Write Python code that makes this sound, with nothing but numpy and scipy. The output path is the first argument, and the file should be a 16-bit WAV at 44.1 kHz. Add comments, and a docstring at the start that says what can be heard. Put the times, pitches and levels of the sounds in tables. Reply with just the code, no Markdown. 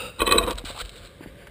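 """A camera mount knocks, chatters and creaks as a unicycle is swung upright on a stony forest trail.
The microphone is right on it, in a camera case fixed to the frame. Knocks ring the mount, friction
rings the frame, and jolts set it wobbling on the soft tyre. Gritty scrapes, ticks and a few soft
footfalls follow over quiet outdoor air. The camera's slow sampling adds a tinny sheen."""
import sys
import numpy as np
from scipy import signal
from scipy.fft import rfft, irfft
from scipy.io import wavfile
from scipy.ndimage import uniform_filter1d

SR = 44100
rng = np.random.default_rng(int(sys.argv[2]) if len(sys.argv) > 2 else 0)


def inscribe(sig):
    """Save sig as 16-bit PCM at rate SR to the path in sys.argv[1].

    A 1-D sig is mono; a 2-D sig holds one channel per row.
    Samples are clipped to [-1, 1] before scaling.
    """
    pcm = np.round(np.clip(np.atleast_2d(sig).T, -1, 1) * 32767)
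    wavfile.write(sys.argv[1], SR, pcm.astype(np.int16))


N = 66150


def undb(db):
    return 10 ** (np.asarray(db) / 20)

def unit(x):
    """Scale to rms 1."""
    return x / np.sqrt(np.mean(x ** 2) + 1e-18)

def clock():
    return np.arange(N) / SR

def curve(points):
    """Gain from (s, dB) points, silent outside them."""
    s, db = np.array(points).T
    return undb(np.interp(clock(), s, db, left=-120, right=-120))

def strike(start, rise, t60):
    """Envelope: a short rise, then an exponential fall."""
    age = clock() - start
    return np.clip(age / rise, 0, 1) * np.exp(-np.log(1000) * np.maximum(age - rise, 0) / t60)

def swell(peak, half):
    """Bell-shaped envelope."""
    return np.exp(-((clock() - peak) / half) ** 2 / 2)

def colour(x, points):
    """Filter by (Hz, dB) points with a steep bass roll-off; rms 1."""
    hz, db = np.array(points).T
    f = np.maximum(np.fft.rfftfreq(N, 1 / SR), 1)
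    gain = undb(np.interp(np.log(f), np.log(hz), db)) / np.hypot(1, (hz[0] / f) ** 4)
    return unit(irfft(rfft(x) * gain, N))

def band(x, hz, width):
    """A resonance with steep skirts; width in Hz."""
    f = np.fft.rfftfreq(N, 1 / SR)
    detuning = (f * f - hz * hz) / (np.maximum(f, 1) * width * np.sqrt(2))
    return irfft(rfft(x) / (1 + 1j * detuning) ** 2, N)

def grains(rate, spread_db):
    """Random tiny contacts of uneven size, about `rate` a second."""
    contacts = (rng.random(N) < rate / SR) * rng.choice([-1, 1], N)
    return unit(contacts * undb(spread_db * np.clip(rng.standard_normal(N), -2, 2)))

def waver(rate):
    """Random drift through `rate` values a second, spread near 1."""
    return np.interp(clock() * rate, np.arange(N), rng.standard_normal(N))

def tone(hz):
    """A sine on a steady or moving pitch, at a random phase."""
    return np.sin(2 * np.pi * (np.cumsum(hz * np.ones(N)) / SR + rng.random()))


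# The forest air around the microphone. Each row: frequency in Hz, gain in dB.
AIR_SPECTRUM = [(21, -37), (36, -1), (81, 2.5), (176, -6.5), (306, -11.5), (412, -9), (578, -4),
                (616, -16.5), (730, -21.5), (961, -25.5), (1190, -16), (1320, -27.5), (1600, -18),
                (1930, -22.5), (2110, -20.5), (2390, -23), (2550, -26), (2830, -26), (3810, -24.5),
                (4240, -34.5), (5700, -39), (7410, -74), (12500, -120)]

def air():
    """Low outdoor rumble and a faint hiss, wavering slightly in level."""
    return undb(-47 + waver(rate=11.14)) * colour(rng.standard_normal(N), AIR_SPECTRUM)


# The frame's resonances. Each row: frequency in Hz, width in Hz, gain in dB.
FRAME_MODES = [(238, 75, -4.5), (495, 79, 2.5), (880, 170, -9), (1335, 136, -1.5), (2690, 246, -0.5),
               (3760, 125, -3.5), (4740, 300, -14)]
# The opening rub along the frame. Each row: time in seconds, level in dB.
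RUB_LEVELS = [(0, -32.5), (.05, -34.5), (.085, -39), (.11, -45.5), (.15, -52), (.19, -46.5), (.22, -91)]

def frame_rub(gain):
    """Fine friction rings the frame that carries the microphone."""
    friction = grains(rate=7600, spread_db=1)
    return gain * unit(sum(undb(db) * band(friction, hz, width) for hz, width, db in FRAME_MODES))


# The mount's modes, rung by chatter and knocks. Each row: frequency in Hz, gain in dB, t60 in seconds.
MOUNT_RESONANCES = [(229, -16, 0.065), (352, 0, 0.043), (406, -11, 0.046), (461.5, -2.5, 0.074),
                    (492.5, -4.5, 0.065), (561.6, -10.5, 0.062), (966, -4, 0.029), (1060, -1.5, 0.063),
                    (1139, -2.5, 0.11), (1435, -4, 0.026), (1902, -12, 0.053), (2528, -8, 0.086),
                    (3106, -4.5, 0.03), (3525, -14.5, 0.044), (3924, -13, 0.033)]
# Chatter close to the microphone. Each row: time in seconds, relative level in dB.
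CHATTER_LEVELS = [(.185, -48), (.2, -35.5), (.225, -37.5), (.257, -35), (.275, -37.5), (.33, -28.5),
                  (.39, -36), (.414, -30.5), (.43, -29.5), (.46, -37), (.48, -26.5), (.515, -30.5),
                  (.54, -48), (.62, -48.5)]
# The loose parts' own sound. Each row: frequency in Hz, gain in dB.
CHATTER_SPECTRUM = [(47, -25), (80, -1), (142, -40), (185, -3), (365, -10), (512, 1), (570, -14),
                    (669, -2.5), (814, -21.5), (923, -4.5), (1100, -8.5), (2060, -26.5), (2510, -19.5),
                    (3460, -29), (3850, -14), (4280, -35), (5700, -41), (7410, -70), (12500, -120)]

def chatter():
    """Loose parts jitter between the knocks and keep the mount ringing."""
    contacts = grains(rate=1200, spread_db=6)
    ring = 0
    for hz, db, t60 in MOUNT_RESONANCES:
        tilt_db = -2 * np.log2(hz / 1000)
        ring += undb(db + tilt_db) * band(contacts, hz, width=2 * np.log(1000) / (np.pi * t60))
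    jitter = colour(grains(rate=3000, spread_db=1), CHATTER_SPECTRUM)
    return curve(CHATTER_LEVELS) * (undb(-5.5) * unit(ring) + undb(1.5) * jitter)


# Creaks at the camera's clamp.
# Each row: peak time in seconds, level in dB, half length in seconds, pitch in Hz.
CLAMP_SLIPS = [(.194, -32.5, 0.001, 4000), (0.219, -23.5, 0.0027, 4005), (0.267, -30.5, 0.0057, 4000),
               (0.275, -24.5, 0.0024, 3970), (0.311, -21.5, 0.0015, 3960), (0.324, -14, 0.0018, 3980),
               (0.337, -43, .0025, 3900), (0.3806, -18, 0.0013, 3900), (0.3849, -10, .0017, 3900),
               (0.395, -30.5, 0.0026, 3880), (0.404, -31, 0.0011, 3880), (.439, -30.5, 0.0022, 3850),
               (0.478, -33.5, 0.0023, 3800), (.585, -30.5, 0.0016, 3850)]

def clamp_creaks():
    """The clamp slips in rough, shrill chirps of a few milliseconds."""
    chirps = sum(undb(db) * swell(s, half) * tone(hz * (1 + .013 * waver(rate=1000)))
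                 for s, db, half, hz in CLAMP_SLIPS)
    roughness_db = 1.2 * np.clip(waver(rate=1000), -1, 1)
    return np.sqrt(2) * chirps * undb(roughness_db)


# Knocks right at the microphone.
# Each row: start in seconds, relative level in dB, extra dB for low modes, extra dB for high modes.
MOUNT_KNOCKS = [(0.196, -27.5, -17, -10), (.203, -27.5, -6.5, 12.5), (0.2167, -16.5, 0, -20),
                (0.227, -30, 13, -11), (.266, -29, -19, 14.5), (.274, -18.5, -3, 4.5),
                (0.29, -27.5, 4.5, 8.5), (0.311, -17, -1, 6.5), (.321, -17, -2.5, 6), (0.329, -25, 3, -10),
                (0.341, -28.5, 6.5, 6.5), (0.348, -43.5, 21, 23.5), (0.356, -22.5, 9, -9),
                (.371, -26.5, 4, -0.5), (.382, -16.5, -4.5, -1), (0.396, -36, 15, -23),
                (0.426, -34.5, -7, 6.5), (.433, -37, 12, 8.5), (.473, -31, 3.5, -22),
                (0.488, -47, -10, -15), (.507, -28.5, 2, 0)]
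# The case around the microphone. Each row: frequency in Hz, gain in dB.
CASE_SPECTRUM = [(71, -59), (120, -27), (155, -14), (215, -5), (256, -32), (343, -8), (489, -25.5),
                 (782, -37), (1100, 4), (1290, -28), (1420, -14), (1590, -9.5), (1870, -22), (2090, -12.5),
                 (2500, -4), (2760, -23), (3140, -5), (3570, -18.5), (3930, -10.5), (4330, -38),
                 (5700, -29), (7410, -73), (12500, -120)]

def mount_knocks(contact_s=.0032, low_hz=750, high_hz=1900):
    """Each knock rings the mount's modes, slightly detuned, and cracks through the case."""
    rings = np.zeros(N)
    age = clock()[:SR // 5]
    for start, db, low_db, high_db in MOUNT_KNOCKS:
        ring = 0
        for hz, mode_db, t60 in MOUNT_RESONANCES:
            extra_db = low_db if hz < low_hz else high_db if hz > high_hz else 0
            pitch = hz * (1 + .015 * np.sqrt(low_hz / hz) * rng.standard_normal())
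            decay = undb(mode_db + extra_db) * np.exp(-np.log(1000) * age / t60)
            ring += decay * np.sin(2 * np.pi * (pitch * age + rng.random()))
        i = int(start * SR)
        rings[i:i + len(age)] += undb(db + 2.5) * ring * np.minimum(age / contact_s, 1)
    cracks = sum(undb(db - 3) * strike(s, contact_s, t60=.03) for s, db, _, _ in MOUNT_KNOCKS)
    return rings + cracks * colour(grains(rate=5000, spread_db=4), CASE_SPECTRUM)


# Jolts reaching the microphone through the frame. Each row: start in seconds, level in dB.
FRAME_JOLTS = [(0.199, -27), (.295, -32.5), (.365, -26), (.427, -31), (0.533, -32), (0.647, -36),
               (0.82, -32)]

def wobble(sway_hz=43.65, tyre_hz=75.97):
    """The frame sways on the soft tyre; each jolt feeds the sway and rings the tyre."""
    envelope = sum(undb(db) * strike(s, rise=.013, t60=.38) for s, db in FRAME_JOLTS)
    sway = tone(sway_hz * (1 + .036 * waver(rate=16.7)))
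    tyre = tone(tyre_hz * (1 + .083 * waver(rate=31.7)))
    return envelope * (sway + undb(-9) * tyre)


# Soft bumps and footfalls nearby. Each row: start in seconds, level in dB, centre in Hz.
SOFT_BUMPS = [(0.451, -22.5, 100), (0.64, -31.5, 270), (0.699, -27.5, 250), (.703, -33, 557),
              (1.207, -33, 350), (1.227, -35.5, 307), (1.259, -33.5, 282), (1.272, -36.5, 150)]

def bumps():
    """Each soft impact is a dull thud: a brief tone with a band of noise around it."""
    thuds = np.zeros(N)
    for start, db, hz in SOFT_BUMPS:
        thud = tone(hz) + undb(-3) * unit(band(rng.standard_normal(N), hz, width=.9 * hz))
        thuds += undb(db) * strike(start, rise=.0018, t60=.026) * thud
    return thuds


# Single bits of grit on the trail. Each row: start in seconds, level in dB.
GRIT_TICKS = [(.4645, -35), (0.5079, -24), (0.513, -35), (0.527, -36), (0.531, -40.5), (0.555, -39),
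              (.577, -36), (0.593, -36), (0.649, -33.5), (0.85, -37), (0.857, -36), (0.875, -49),
              (0.893, -34.5), (0.962, -42), (.982, -42.5)]
# Their bright sound. Each row: frequency in Hz, gain in dB.
TICK_SPECTRUM = [(600, -26), (1500, -13), (2300, -4), (3000, 1.5), (3900, 2.5), (4800, -6.5), (5700, -12.5)]

def grit_ticks():
    """Grit ticks in short, sharp bursts of noise."""
    envelope = sum(undb(db) * strike(s, rise=.0011, t60=.014) for s, db in GRIT_TICKS)
    return envelope * colour(rng.standard_normal(N), TICK_SPECTRUM)


# Scraping close by. Each row: time in seconds, level in dB.
SCRAPE_LEVELS = [(.5, -80), (.528, -40), (.545, -70), (.568, -55.5), (.585, -35), (.605, -56),
                 (.647, -57.5), (.657, -32.5), (.675, -38.5), (.71, -37), (.74, -48), (.775, -41),
                 (.815, -31), (.83, -51), (.86, -49), (.92, -52.5), (.975, -47.5), (1.005, -52.5),
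                 (1.055, -45), (1.1, -59), (1.2, -63)]
# Its rasp at the microphone. Each row: frequency in Hz, gain in dB.
SCRAPE_SPECTRUM = [(290, -62), (500, -4.5), (565, -19), (686, -4.5), (791, -16), (1150, -8), (1290, -7.5),
                   (1580, -6), (1820, -16.5), (2170, -8), (2710, -11.5), (3000, -6.5), (3390, -9.5),
                   (3910, -3), (5700, -27), (7410, -34), (12500, -120)]

def scrape():
    """Dense tiny contacts run together into a gritty scrape."""
    return curve(SCRAPE_LEVELS) * colour(grains(rate=2600, spread_db=3), SCRAPE_SPECTRUM)


def slide(start=.745, end=.823, from_hz=680, to_hz=1640, width_hz=300):
    """A slide rings the frame; its resonance rises and swells as it quickens, then it stops short."""
    t = clock()
    progress = np.clip((t - start) / (end - start), 0, 1)
    gate = uniform_filter1d(1. * ((t > start) & (t < end)), size=200)
    hz = from_hz * (to_hz / from_hz) ** progress
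    resonance = unit(sum(waver(rate=2 * width_hz) * tone(hz) for _ in range(2)))
    return gate * undb(8 * progress - 12) * (undb(-34.5) * resonance + frame_rub(undb(-40)))


# Shoes beside the unicycle. Each row: peak time in seconds, level in dB, half length in seconds.
SHOE_SHUFFLES = [(1.218, -51.5, 0.01), (1.24, -46.5, 0.0072), (1.28, -53, 0.015), (1.41, -54, 0.024),
                 (1.472, -59.5, 0.05)]
# A sole on the trail's dirt. Each row: frequency in Hz, gain in dB.
SHOE_SPECTRUM = [(410, -39), (700, 4.5), (764, -23.5), (857, -4), (1230, -26), (1490, 1.5), (1840, -3.5),
                 (2130, -3.5), (2570, -8.5), (3170, -7), (4010, -25), (4740, -8.5), (5700, -58),
                 (7410, -67), (12500, -120)]

def shuffles():
    """Dirt crunches as the soles press on it."""
    pressure = sum(undb(db) * swell(s, half) for s, db, half in SHOE_SHUFFLES)
    return pressure * colour(grains(rate=3000, spread_db=3), SHOE_SPECTRUM)


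def pebble():
    """One pebble clacks underfoot."""
    clack = unit(band(rng.standard_normal(N), hz=1300, width=750))
    return undb(-36) * strike(start=1.4705, rise=.0006, t60=.028) * clack


def scene():
    """The unicycle and the trail, in mono at the camera case."""
    unicycle = mount_knocks() + chatter() + clamp_creaks() + frame_rub(curve(RUB_LEVELS)) + wobble()
    trail = bumps() + grit_ticks() + scrape() + slide() + shuffles() + pebble()
    return (unicycle + trail + air())[None]


def record(dry):
    """The camera samples slowly and holds each value, mirroring every resonance into the treble."""
    hold_hz, input_edge_hz, top_hz, ceiling = 12000, 5820, 15300, .88
    f = np.fft.rfftfreq(N, 1 / SR)
    hold_droop = np.sinc(f / hold_hz)
    input_lowpass = (f < hold_hz / 2) / np.hypot(1, (f / input_edge_hz) ** 20)
    narrowed = irfft(rfft(dry) * input_lowpass / np.maximum(hold_droop, .5), N)
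    mirrored = narrowed * (1 + 2 * np.cos(2 * np.pi * hold_hz * clock()))
    held = irfft(rfft(mirrored) * hold_droop, N)
    rounded = held / (1 + (held / ceiling) ** 6) ** (1 / 6)  # soft-clips the peaks
    top_cut = signal.ellip(10, .2, 80, top_hz, fs=SR, output="sos")
    return signal.sosfilt(top_cut, rounded)


dry = scene()
out = record(dry)
inscribe(out)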